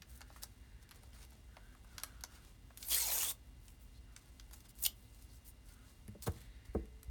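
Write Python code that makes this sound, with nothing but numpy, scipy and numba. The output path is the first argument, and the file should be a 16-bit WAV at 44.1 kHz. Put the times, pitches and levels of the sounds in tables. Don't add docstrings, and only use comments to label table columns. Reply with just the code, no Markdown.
import sys
import numpy as np
from scipy import signal
from scipy.fft import rfft, irfft, next_fast_len
from scipy.io import wavfile
from scipy.ndimage import uniform_filter1d, map_coordinates
from numba import njit

SR = 44100
rng = np.random.default_rng(int(sys.argv[2]) if len(sys.argv) > 2 else 0)


def master(y):
    cut = np.clip(np.atleast_2d(y).T, -1, 1)
    pcm = np.round(cut * 32767)
    wavfile.write(sys.argv[1], SR, pcm.astype(np.int16))


N = 313110

# pitch_hz, density_db (per Hz)
VENT_SPECTRUM = [(13, -58), (22, -30.5), (36, -1.5), (54, 0.5), (68, -11), (86, -11), (119, -8), (131, -15),
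                 (146, -18.5), (221, -18.5), (249, -19), (278, -24.5), (333, -27), (400, -33.5), (520, -44),
                 (880, -120)]
# pitch_hz, width_hz, level_db
VENT_BANDS = [(58.6, 24, -61.5), (255.8, 9.6, -78.5), (2940, 150, -117)]
# pitch_hz, density_db (per Hz)
AIR_SPECTRUM = [(180, -26), (300, 4), (344, 4.5), (544, 1), (938, -1), (1130, -4), (1980, -4.5), (2830, -7),
                (3660, -6), (12000, -23), (17500, -32)]
# pitch_hz, level_db
WHINES = [(2040, -86), (2796, -84)]
WHINE_WAVER_DB = 0.5

# middle_s, length_s, level_db, pitch_hz
BRUSHES = [(0.2, 0.56, -75.5, 1610), (0.8, 0.57, -76, 1740), (1.635, 0.38, -73, 1550),
           (2.168, 0.68, -70.5, 1410), (3.967, 0.06, -72.5, 4100), (4.12, 0.13, -77, 1420),
           (5.062, 0.07, -76, 3960), (5.317, 0.069, -73, 4370), (5.774, 0.28, -75, 1390),
           (6.45, 0.4, -77, 3700), (6.597, 0.66, -74, 1880)]
BRUSH_WIDTH = 0.37
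BRUSH_OVERTONE, BRUSH_OVERTONE_DB = 2.08, -11.5

# middle_s, length_s, level_db (relative), tilt_db (per octave)
STROKES = [(0.136, 0.17, -62, 4.5), (0.367, 0.31, -67, -1.5), (0.432, 0.03, -47, 0),
           (0.828, 0.042, -65.5, -4), (0.96, 0.03, -68, 2), (1.01, 0.33, -70, -6), (1.16, 0.083, -63, -3.5),
           (1.218, 0.1, -62, -3.5), (1.326, 0.29, -72.5, -5), (2.004, 0.44, -64.5, -5),
           (2.339, 0.11, -62.5, -3), (2.455, 0.28, -67.5, -4), (2.843, 0.17, -53.5, 1.5),
           (3.476, 0.06, -74, 5), (3.68, 0.22, -68, 7.5), (3.83, 0.091, -65, 11), (4.22, 0.32, -72.5, -5),
           (4.536, 0.033, -59, 1), (4.575, 0.18, -67.5, 1.5), (4.659, 0.043, -64, -3),
           (4.699, 0.041, -60, 2.5), (4.805, 0.13, -60, 2.5), (5.004, 0.15, -66, 6),
           (5.18, 0.3, -68.5, 1.5), (5.342, 0.15, -67, 3), (5.48, 0.089, -55.5, 7), (5.702, 0.14, -63, 2),
           (5.886, 0.14, -71, -3.5), (6.237, 0.049, -48, 2.5), (6.272, 0.029, -44, 1),
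           (6.368, 0.28, -64, -2.5), (6.662, 0.042, -64.5, -2), (6.747, 0.019, -61.5, 4)]
# pitch_hz, density_db (per Hz)
RUB_SPECTRUM = [(1180, -3), (2000, -2.5), (2630, -5.5), (3780, 0), (7860, 0), (9130, 3.5), (10400, -2.5),
                (16500, -3)]
GRAIN_RATE, CATCH_RATE = 5000, 150
CATCH_DB = -76
RESTLESS_DB, PRESSURE_DB = 1.5, 1.6

# start_s, peak_db,
# body_db, edge_db (all relative), body_hz, snap_hz
TICKS = [(0.0199, -41, -9.5, -9, 1970, 4230), (0.175, -56.5, -13, 9, 1700, 6000),
         (0.2063, -48, -3, -3, 1310, 5430), (0.2147, -41, -8, -12, 1170, 5170),
         (0.3018, -61, 9, -13, 840, 4500), (0.3604, -60, 9, 4, 1160, 5000),
         (0.4328, -31, -18, -4, 1140, 6100), (0.8902, -51.5, -12, -1, 1800, 4200),
         (0.9099, -47.5, -7, 3, 1530, 4040), (0.915, -47.5, -5, -10, 1880, 3620),
         (0.946, -59, -12, 0, 1800, 5000), (1.0324, -56.5, -3.5, 5, 990, 4400),
         (1.131, -53.5, -11, -10, 2200, 3400), (1.2272, -50, -16, -4, 1800, 4400),
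         (1.249, -55, -12, 4, 1800, 4600), (1.305, -61, -10, 7.5, 1800, 5000),
         (1.319, -58, -2.5, -8, 930, 4000), (1.352, -62, -2, -7, 700, 5000),
         (1.5673, -47.5, 0, -11, 830, 3170), (1.749, -64, 6, 4, 960, 2800), (1.845, -65, 7, 7, 1050, 2800),
         (1.9806, -31.5, -11.5, -8, 1550, 4270), (1.998, -41.5, -13, -12, 1170, 5000),
         (2.0341, -30, -10.5, 3.5, 1140, 4770), (2.208, -49, -14, 1, 1400, 4300),
         (2.2367, -29, -14, -7, 1000, 4730), (2.7042, -66, 12, -18, 890, 3620),
         (2.773, -42, -18, 4.5, 1180, 4920), (2.7778, -51, -17, 9, 1200, 4230),
         (2.827, -33.5, -33, -12, 1900, 4700), (3.681, -47, -12, -7, 2350, 6500),
         (4.1629, -38.5, -14, -22, 1640, 5540), (4.397, -41, -14, -12, 2160, 4330),
         (4.5102, -53, -6, 2, 890, 4000), (4.532, -48, -9.5, 3.5, 1440, 5440),
         (4.604, -53, -16, 2, 1800, 4740), (4.6916, -56, -25, 5, 1800, 4400),
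         (4.753, -60, -23, 6, 1800, 6000), (4.761, -61, -25, 6.5, 1800, 6000),
         (4.7872, -53, -23, 7, 1800, 5500), (4.8641, -34, -16.5, -7, 765, 3000),
         (4.8735, -48, -25, -8, 1900, 4200), (4.881, -49, -23, -11, 1900, 4400),
         (5.2229, -57, -12, 6, 1800, 4400), (6.079, -54, -3.5, 9, 1310, 4440),
         (6.2226, -41, -24, 0, 1800, 5340), (6.319, -55, -16, 8.5, 1200, 5500),
         (6.4147, -54, -6, 4, 1800, 4400), (6.855, -60, -6, 2, 1800, 6200),
         (7.0301, -48, -13, 5.5, 1800, 5400)]
BUCKLE_ATTACK_S = 0.00094
BODY_SPAN, SNAP_SPAN = 1.65, 1.5
REBOUND_S, REBOUND_DB = 0.0095, -14.5

# start_s, length_s, last_flap_hz, first_uncut_hz, last_uncut_hz,
# uncut_db (ring of the uncut part, relative), parting_t60_s (last fibres letting go)
RIPS = [(2.872, 0.4427, 289, 2050, 3850, -27.5, 0.037), (4.819, 0.047, 2500, 11900, 15100, -18, 0.0055)]
# time_s, level_db (relative)
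LONG_PULL = [(2.83, -60), (2.866, -51), (2.884, -46), (2.915, -33.5), (2.955, -36), (3.02, -39.5),
             (3.045, -39), (3.1, -37.5), (3.13, -35.5), (3.26, -37), (3.31, -38)]
SHORT_PULL = [(4.805, -51.5), (4.82, -48), (4.828, -37), (4.835, -39), (4.84, -38), (4.85, -34.5),
              (4.864, -30.5)]
# middle_s, level_db (over the pull)
SURGES = [(2.8868, 9), (2.916, -0.5), (2.922, 6), (2.9349, 1.5), (2.9468, 8), (2.9676, 9), (2.9755, 3),
          (2.985, 3), (3.0035, 7), (3.0271, 5), (3.068, 0), (3.0783, 3), (3.086, 5.5), (3.1223, 2.5),
          (3.1558, 0), (3.1813, 3), (3.1878, 3), (3.2046, 1), (3.2222, 4), (3.233, 6.5), (3.2582, 1),
          (3.2863, 1), (3.3079, 1.5), (4.8385, 6), (4.845, 4.5), (4.8605, -4.5)]
SURGE_S = 0.0019
# pitch_hz, density_db (per Hz)
FIBRE_SPECTRUM = [(530, -15), (900, 1.5), (1380, -12.5), (2100, -2), (2660, -2), (3150, -6), (5490, 0),
                  (6440, 0.5), (9500, -1.5), (10600, -4.5), (13000, 1.5), (17000, 2)]
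# pitch_hz, width_hz, level_db
SHEET_MODES = [(3540, 300, 3.5), (4140, 660, -25), (6940, 1500, -1.5), (8580, 450, 6.5), (9620, 250, 8),
               (11660, 1300, 4)]
# pitch_hz, density_db (per Hz)
HELD_SPECTRUM = [(200, -13), (500, -4), (1000, -4.5), (1500, -7.5), (3000, -6), (8000, -2.5),
                 (17000, -11.5)]
GRIP_S = 0.03
CLUMP_RATE = 300
FLAP_FALL, STUB_HZ = 1.106, 11600
FLAP_OVERTONE, FLAP_OVERTONE_DB = 3.56, -1
UNCUT_RISE = 2.4
UNCUT_FREEING = 0.087
UNCUT_OVERTONE, UNCUT_OVERTONE_DB = 2.32, 8

# middle_s, length_s, pitch_hz, glide (octaves per s), level_db (relative)
BENDS = [(2.931, 0.066, 3310, -0.5, -38), (2.938, 0.16, 9740, 0.5, -40.5), (2.944, 0.056, 4330, -4, -41),
         (2.975, 0.032, 1910, 10, -41.5), (3, 0.09, 8400, -1, -36), (2.987, 0.053, 12000, .5, -48),
         (3.012, 0.05, 2140, -4, -50), (3.023, .1, 4260, -2, -43), (3.028, .03, 6250, -10, -35),
         (3.071, .12, 805, -3.5, -52), (3.105, .07, 630, -2, -51), (3.069, 0.056, 6900, 4.5, -43),
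         (3.103, 0.071, 4200, -2, -44.5), (3.114, .08, 2140, -1.5, -50.5), (3.144, 0.074, 12500, 7, -39),
         (3.178, .13, 6750, .7, -45), (3.207, 0.14, 9100, 0, -45), (3.214, 0.025, 2800, -5, -41.5),
         (3.264, .14, 3380, 2.3, -48.5), (4.835, 0.01, 12400, 2, -46), (4.857, .02, 5050, -1, -40.5),
         (4.865, 0.007, 3160, -12, -37)]
JERK_DB = 2.5
BEND_DAMPING, BEND_WIDTH_HZ = 0.036, 56

# start_s, level_db, corner_hz (lower is softer), thud_db, thud_hz, thud_t60_s
KNOCKS = [(6.082, -53, 350, -47.5, 207, 0.18), (6.087, -60, 218, -38.5, 104.5, 0.099),
          (6.15, -53, 560, -53, 574, 0.075), (6.2663, -46, 1900, -44, 107, 0.054),
          (6.27, -40.5, 1900, -32, 108, 0.065), (6.2764, -38.5, 1690, -29, 99, 0.063),
          (6.2835, -55, 1300, -27, 78.6, 0.1), (6.684, -68, 100, -36.5, 53.3, 0.13),
          (6.7494, -30, 607, -30.5, 65, 0.22), (6.7648, -46, 420, -37, 94.5, 0.063),
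          (6.795, -53, 450, -52, 60, .1), (6.812, -62, 200, -41, 53.7, 0.19),
          (7.081, -66, 100, -31.5, 51.7, 0.13)]
# pitch_hz, level_db (relative), t60_s
DESK_MODES = [(123, -13, 0.093), (176.5, -8.5, 0.16), (209, -1, 0.11), (323, -5.5, 0.13), (440, 5.5, 0.042),
              (484, 3.5, 0.042), (536, -0.5, 0.03), (629, -10, 0.076), (740, -10.5, 0.094),
              (940, -9.5, 0.039), (1084, -7, 0.061), (1270, -14.5, 0.075), (1546, -7, 0.041),
              (1710, -9, 0.03), (2130, -16, 0.04), (2730, -23, 0.017)]
# pitch_hz, level_db (over the knock), t60_s
METAL_MODES = [(438, -35, 1.7), (2040, -48, 4)]

# pitch_hz, t60_s
ROOM_DECAY = [(150, 0.47), (2000, 0.17), (8000, 0.14), (16000, 0.12)]
SCATTER_RATE = 9
TOP_HZ = 17650


def amp(db):
    return 10 ** (np.asarray(db) / 20)


def unit(x):
    return x / np.sqrt(np.mean(x ** 2) + 1e-20)


def along(points, hz):
    f, v = np.transpose(points)
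    return np.interp(np.log(hz + 1), np.log(f + 1), v)


def fade(t, t60):
    return np.exp(-np.log(1000) * t / t60)


def add(track, s, sound):
    part = track[round(s * SR):][:len(sound)]
    part += sound[:len(part)]


def filtered(x, response):
    m = next_fast_len(N + SR // 2)
    return irfft(rfft(x, m) * response(np.fft.rfftfreq(m, 1 / SR)), m)[:N]


def coloured(x, spectrum):
    return unit(filtered(x, lambda hz: amp(along(spectrum, hz))))


def resonance(hz, centre, width):
    return 1j * hz * width / (centre ** 2 - hz ** 2 + 1j * hz * width)


def snaps(rate, spread_db):
    size = amp(spread_db * np.clip(rng.standard_normal(N), -2, 2))
    return unit((rng.random(N) < rate / SR) * size * rng.choice([-1, 1], N))


def wobble(rate):
    knots = rng.standard_normal(N // 8)
    return map_coordinates(knots, [np.arange(N) * rate / SR], mode="wrap")


@njit
def moving_mode(x, tuning, damping):
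    high, band = np.zeros(len(x)), np.zeros(len(x))
    a = b = 0.0
    for i in range(len(x)):
        g = tuning[i]
        high[i] = (x[i] - (damping + g) * a - b) / (1 + g * (damping + g))
        band[i] = g * high[i] + a
        a = g * high[i] + band[i]
        b += 2 * g * band[i]
    return high, band


def flexing(x, depth_db, size):
    z = signal.stft(x, nperseg=size)[2]
    field = uniform_filter1d(rng.standard_normal(z.shape), size=7, axis=1)
    field = uniform_filter1d(field, size=5, axis=0)
    return unit(signal.istft(z * amp(depth_db * unit(field)), nperseg=size)[1][:N])


def background(air_db, vent_db):
    t = np.arange(N) / SR
    noise = lambda: rng.standard_normal(N)
    out = amp(air_db) * coloured(noise(), AIR_SPECTRUM)
    out += amp(vent_db) * coloured(noise(), VENT_SPECTRUM)
    for centre, width, db in VENT_BANDS:
        out += amp(db) * unit(filtered(noise(), lambda hz: resonance(hz, centre, width) ** 2))
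    for hz, db in WHINES:
        tone = np.sin(2 * np.pi * hz * t + wobble(22))
        out += amp(db) * unit(amp(WHINE_WAVER_DB * wobble(4.7)) * tone)
    return out


def brushing():
    out = np.zeros(N)
    for s, length, db, centre in BRUSHES:
        count = round(length * SR)
        hz = np.fft.rfftfreq(count, 1 / SR)
        width = BRUSH_WIDTH * centre
        lower = resonance(hz, centre, width) ** 2
        upper = resonance(hz, BRUSH_OVERTONE * centre, 2 * width) ** 2
        bands = lower + amp(BRUSH_OVERTONE_DB) * upper
        hush = unit(irfft(rfft(rng.standard_normal(count)) * bands, count))
        add(out, max(0, s - length / 2), amp(db) * hush * signal.windows.tukey(count, 0.5))
    return out


def rubbing(rustle_db, slide_db, flutter_db):
    rustle = coloured(snaps(3000, spread_db=3.5), RUB_SPECTRUM)
    out = amp(rustle_db + RESTLESS_DB * wobble(4.6)) * rustle
    grain = flexing(coloured(snaps(GRAIN_RATE, spread_db=2.5), RUB_SPECTRUM), depth_db=2.0, size=256)
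    grain *= amp(flutter_db * wobble(120) + PRESSURE_DB * wobble(22))
    touch = np.zeros(N)
    for s, length, db, tilt in STROKES:
        start = max(0, s - length / 2)
        stroke = grain[round(start * SR):][:round(length * SR)]
        hz = np.fft.rfftfreq(len(stroke), 1 / SR)
        brightness = amp(tilt * np.log2(1 + hz / 1000))
        stroke = unit(irfft(rfft(stroke) * brightness, len(stroke)))
        pressure = signal.windows.tukey(len(stroke), 0.85)
        add(out, start, amp(db + slide_db) * stroke * pressure)
        add(touch, start, pressure)
    catches = coloured(snaps(CATCH_RATE, spread_db=6), RUB_SPECTRUM)
    return out + amp(CATCH_DB) * touch * catches


def ticks(snap_t60, body_t60, body_db, middle_db, edge_db):
    out, t = np.zeros(N), np.arange(SR // 20) / SR

    def crack(lo_hz, hi_hz, t60):
        sos = signal.butter(2, [lo_hz, hi_hz], "band", fs=SR, output="sos")
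        attack = 1 - np.exp(-(t / BUCKLE_ATTACK_S) ** 2)
        envelope = (fade(t, t60) + 0.91 * fade(t, 0.013)) * attack
        return unit(signal.sosfilt(sos, rng.standard_normal(len(t)) * envelope))

    for s, db, body, edge, body_hz, snap_hz in TICKS:
        rebound_s = REBOUND_S * np.exp(0.18 * rng.standard_normal())
        for delay, drop_db in [(0, 0), (rebound_s, REBOUND_DB)]:
            low = amp(body + body_db) * crack(body_hz / BODY_SPAN, body_hz * BODY_SPAN, body_t60)
            middle = amp(middle_db) * crack(snap_hz / SNAP_SPAN, snap_hz * SNAP_SPAN, snap_t60 * 1.5)
            high = amp(edge + edge_db) * crack(8700, 13400, snap_t60)
            add(out, s + delay, amp(db + drop_db) * (low + middle + high))
    return out


def rip(row, pull, rate, spread_db, clump_db, damping, ring_db, ring_damping, leak, tilt_db):
    start, length, last_flap_hz, first_uncut_hz, last_uncut_hz, uncut_db, parting_t60 = row
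    t = np.arange(N) / SR
    level_db = np.interp(t, *np.transpose(pull))
    level_db += sum(db * np.exp(-((t - s) / SURGE_S) ** 2) for s, db in SURGES)
    torn = np.clip((t - start) / length, 1 / SR, 1)
    flap_hz = np.minimum(last_flap_hz / torn ** FLAP_FALL, STUB_HZ)
    uncut_hz = first_uncut_hz * (last_uncut_hz / first_uncut_hz) ** (torn ** UNCUT_RISE)

    clumps = unit(amp(clump_db * wobble(CLUMP_RATE)))
    pulls = lambda: snaps(rate, spread_db) * clumps
    tuning = lambda hz: np.tan(np.pi * np.minimum(hz, SR / 3) / SR)
    ring = lambda hz: moving_mode(pulls(), tuning(hz), ring_damping)[1]

    def sheet(hz):
        modes = sum(amp(db) * resonance(hz, centre, width) for centre, width, db in SHEET_MODES)
        return (1 + modes) * amp(tilt_db * np.log2(1 + hz / 1000))

    fibres = flexing(coloured(filtered(pulls(), sheet), FIBRE_SPECTRUM), depth_db=3, size=64)
    radiated = moving_mode(fibres, tuning(flap_hz), damping)[0]
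    flap = ring(flap_hz) + amp(FLAP_OVERTONE_DB) * ring(FLAP_OVERTONE * flap_hz)
    uncut = ring(uncut_hz) + amp(UNCUT_OVERTONE_DB) * ring(UNCUT_OVERTONE * uncut_hz)
    uncut *= amp(uncut_db) * torn ** UNCUT_FREEING
    held = leak * coloured(pulls(), HELD_SPECTRUM)

    grip = np.clip(1 + (t - pull[0][0]) / GRIP_S, 0, 1) ** 2
    parting = fade(np.maximum(t - start - length, 0), parting_t60)
    return grip * parting * amp(level_db) * (radiated + amp(ring_db) * flap + uncut + held)


def bends():
    out, t = np.zeros(N), np.arange(N) / SR
    jerks = amp(JERK_DB * wobble(CLUMP_RATE))
    for s, length, hz, glide, db in BENDS:
        count = round(length * SR)
        pitch_hz = hz * 2 ** (glide * (t[:count] - length / 2))
        drive = rng.standard_normal(count) * jerks[round(s * SR):][:count]
        damping = BEND_DAMPING + BEND_WIDTH_HZ / hz
        ring = moving_mode(drive, np.tan(np.pi * pitch_hz / SR), damping)[1]
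        add(out, s - length / 2, amp(db) * unit(ring) * signal.windows.tukey(count, 0.6))
    return out


def knocks(slap, slap_t60):
    out, t = np.zeros(N), np.arange(SR) / SR
    ringing = lambda hz, t60: fade(t, t60) * np.sin(2 * np.pi * hz * t)
    for s, db, corner_hz, thud_db, thud_hz, thud_t60 in KNOCKS:
        top = np.zeros(SR)
        for k, (hz, level, t60) in enumerate(DESK_MODES):
            softness = 1 / np.hypot(1, (hz / corner_hz) ** 2)
            top += (-1) ** k * amp(level + rng.normal(0, 1)) * softness * ringing(hz, t60)
        skin_filter = signal.butter(3, corner_hz * 0.74, fs=SR, output="sos")
        skin = unit(signal.sosfilt(skin_filter, rng.standard_normal(SR)))
        blow = (top + slap * skin * fade(t, slap_t60)) * (1 - np.exp(-t / 0.00038))
        thud = ringing(thud_hz, thud_t60) * (1 - np.exp(-t / 0.0023))
        add(out, s, amp(db) * blow + amp(thud_db) * thud)
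    s, db = max(KNOCKS, key=lambda row: row[1])[:2]
    add(out, s, sum(amp(db + level) * ringing(hz, t60) for hz, level, t60 in METAL_MODES))
    return out


def room(x, near_db, near_t60, far_db):
    hz, t, z = signal.stft(rng.standard_normal(SR // 2), SR, nperseg=256)
    decay = fade(t, along(ROOM_DECAY, hz)[:, None])
    tail = signal.istft(z * decay, SR, nperseg=256)[1][:SR // 2]
    t = np.arange(len(tail)) / SR
    echo = lambda response: signal.oaconvolve(x, response / np.linalg.norm(response))[:N]
    near = lambda: echo(rng.standard_normal(len(t)) * fade(t, near_t60) * (t > 0.001))
    turn = np.pi * wobble(SCATTER_RATE)
    scatter = np.cos(turn) * near() + np.sin(turn) * near()
    return x + amp(near_db) * scatter + amp(far_db) * echo(tail * (t > 0.005))


def scene():
    paper = brushing() + rubbing(rustle_db=-76.0, slide_db=-1.0, flutter_db=2)
    paper += ticks(snap_t60=0.0072, body_t60=0.035, body_db=-15, middle_db=-22.5, edge_db=-23)
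    long_rip = rip(RIPS[0], LONG_PULL, rate=7000, spread_db=0, clump_db=0.5, damping=0.69,
                   ring_db=-24.5, ring_damping=0.08, leak=0.28, tilt_db=1.0)
    short_rip = rip(RIPS[1], SHORT_PULL, rate=16000, spread_db=5.0, clump_db=2.5, damping=0.88,
                    ring_db=-35, ring_damping=0.31, leak=0.13, tilt_db=-2.0)
    paper += amp(-1.5) * (long_rip + short_rip) + amp(-4.5) * bends()
    desk = knocks(slap=0.83, slap_t60=0.07)
    paper = room(paper, near_db=-9.5, near_t60=0.033, far_db=-13.0)
    desk = room(desk, near_db=-18, near_t60=0.04, far_db=-20)
    return (paper + desk + background(air_db=-73, vent_db=-60))[None]


def record(dry):
    low_cut = signal.butter(4, 34, "high", fs=SR, output="sos")
    return filtered(signal.sosfilt(low_cut, dry[0]), lambda hz: hz < TOP_HZ)[None]


dry = scene()
out = record(dry)
master(out)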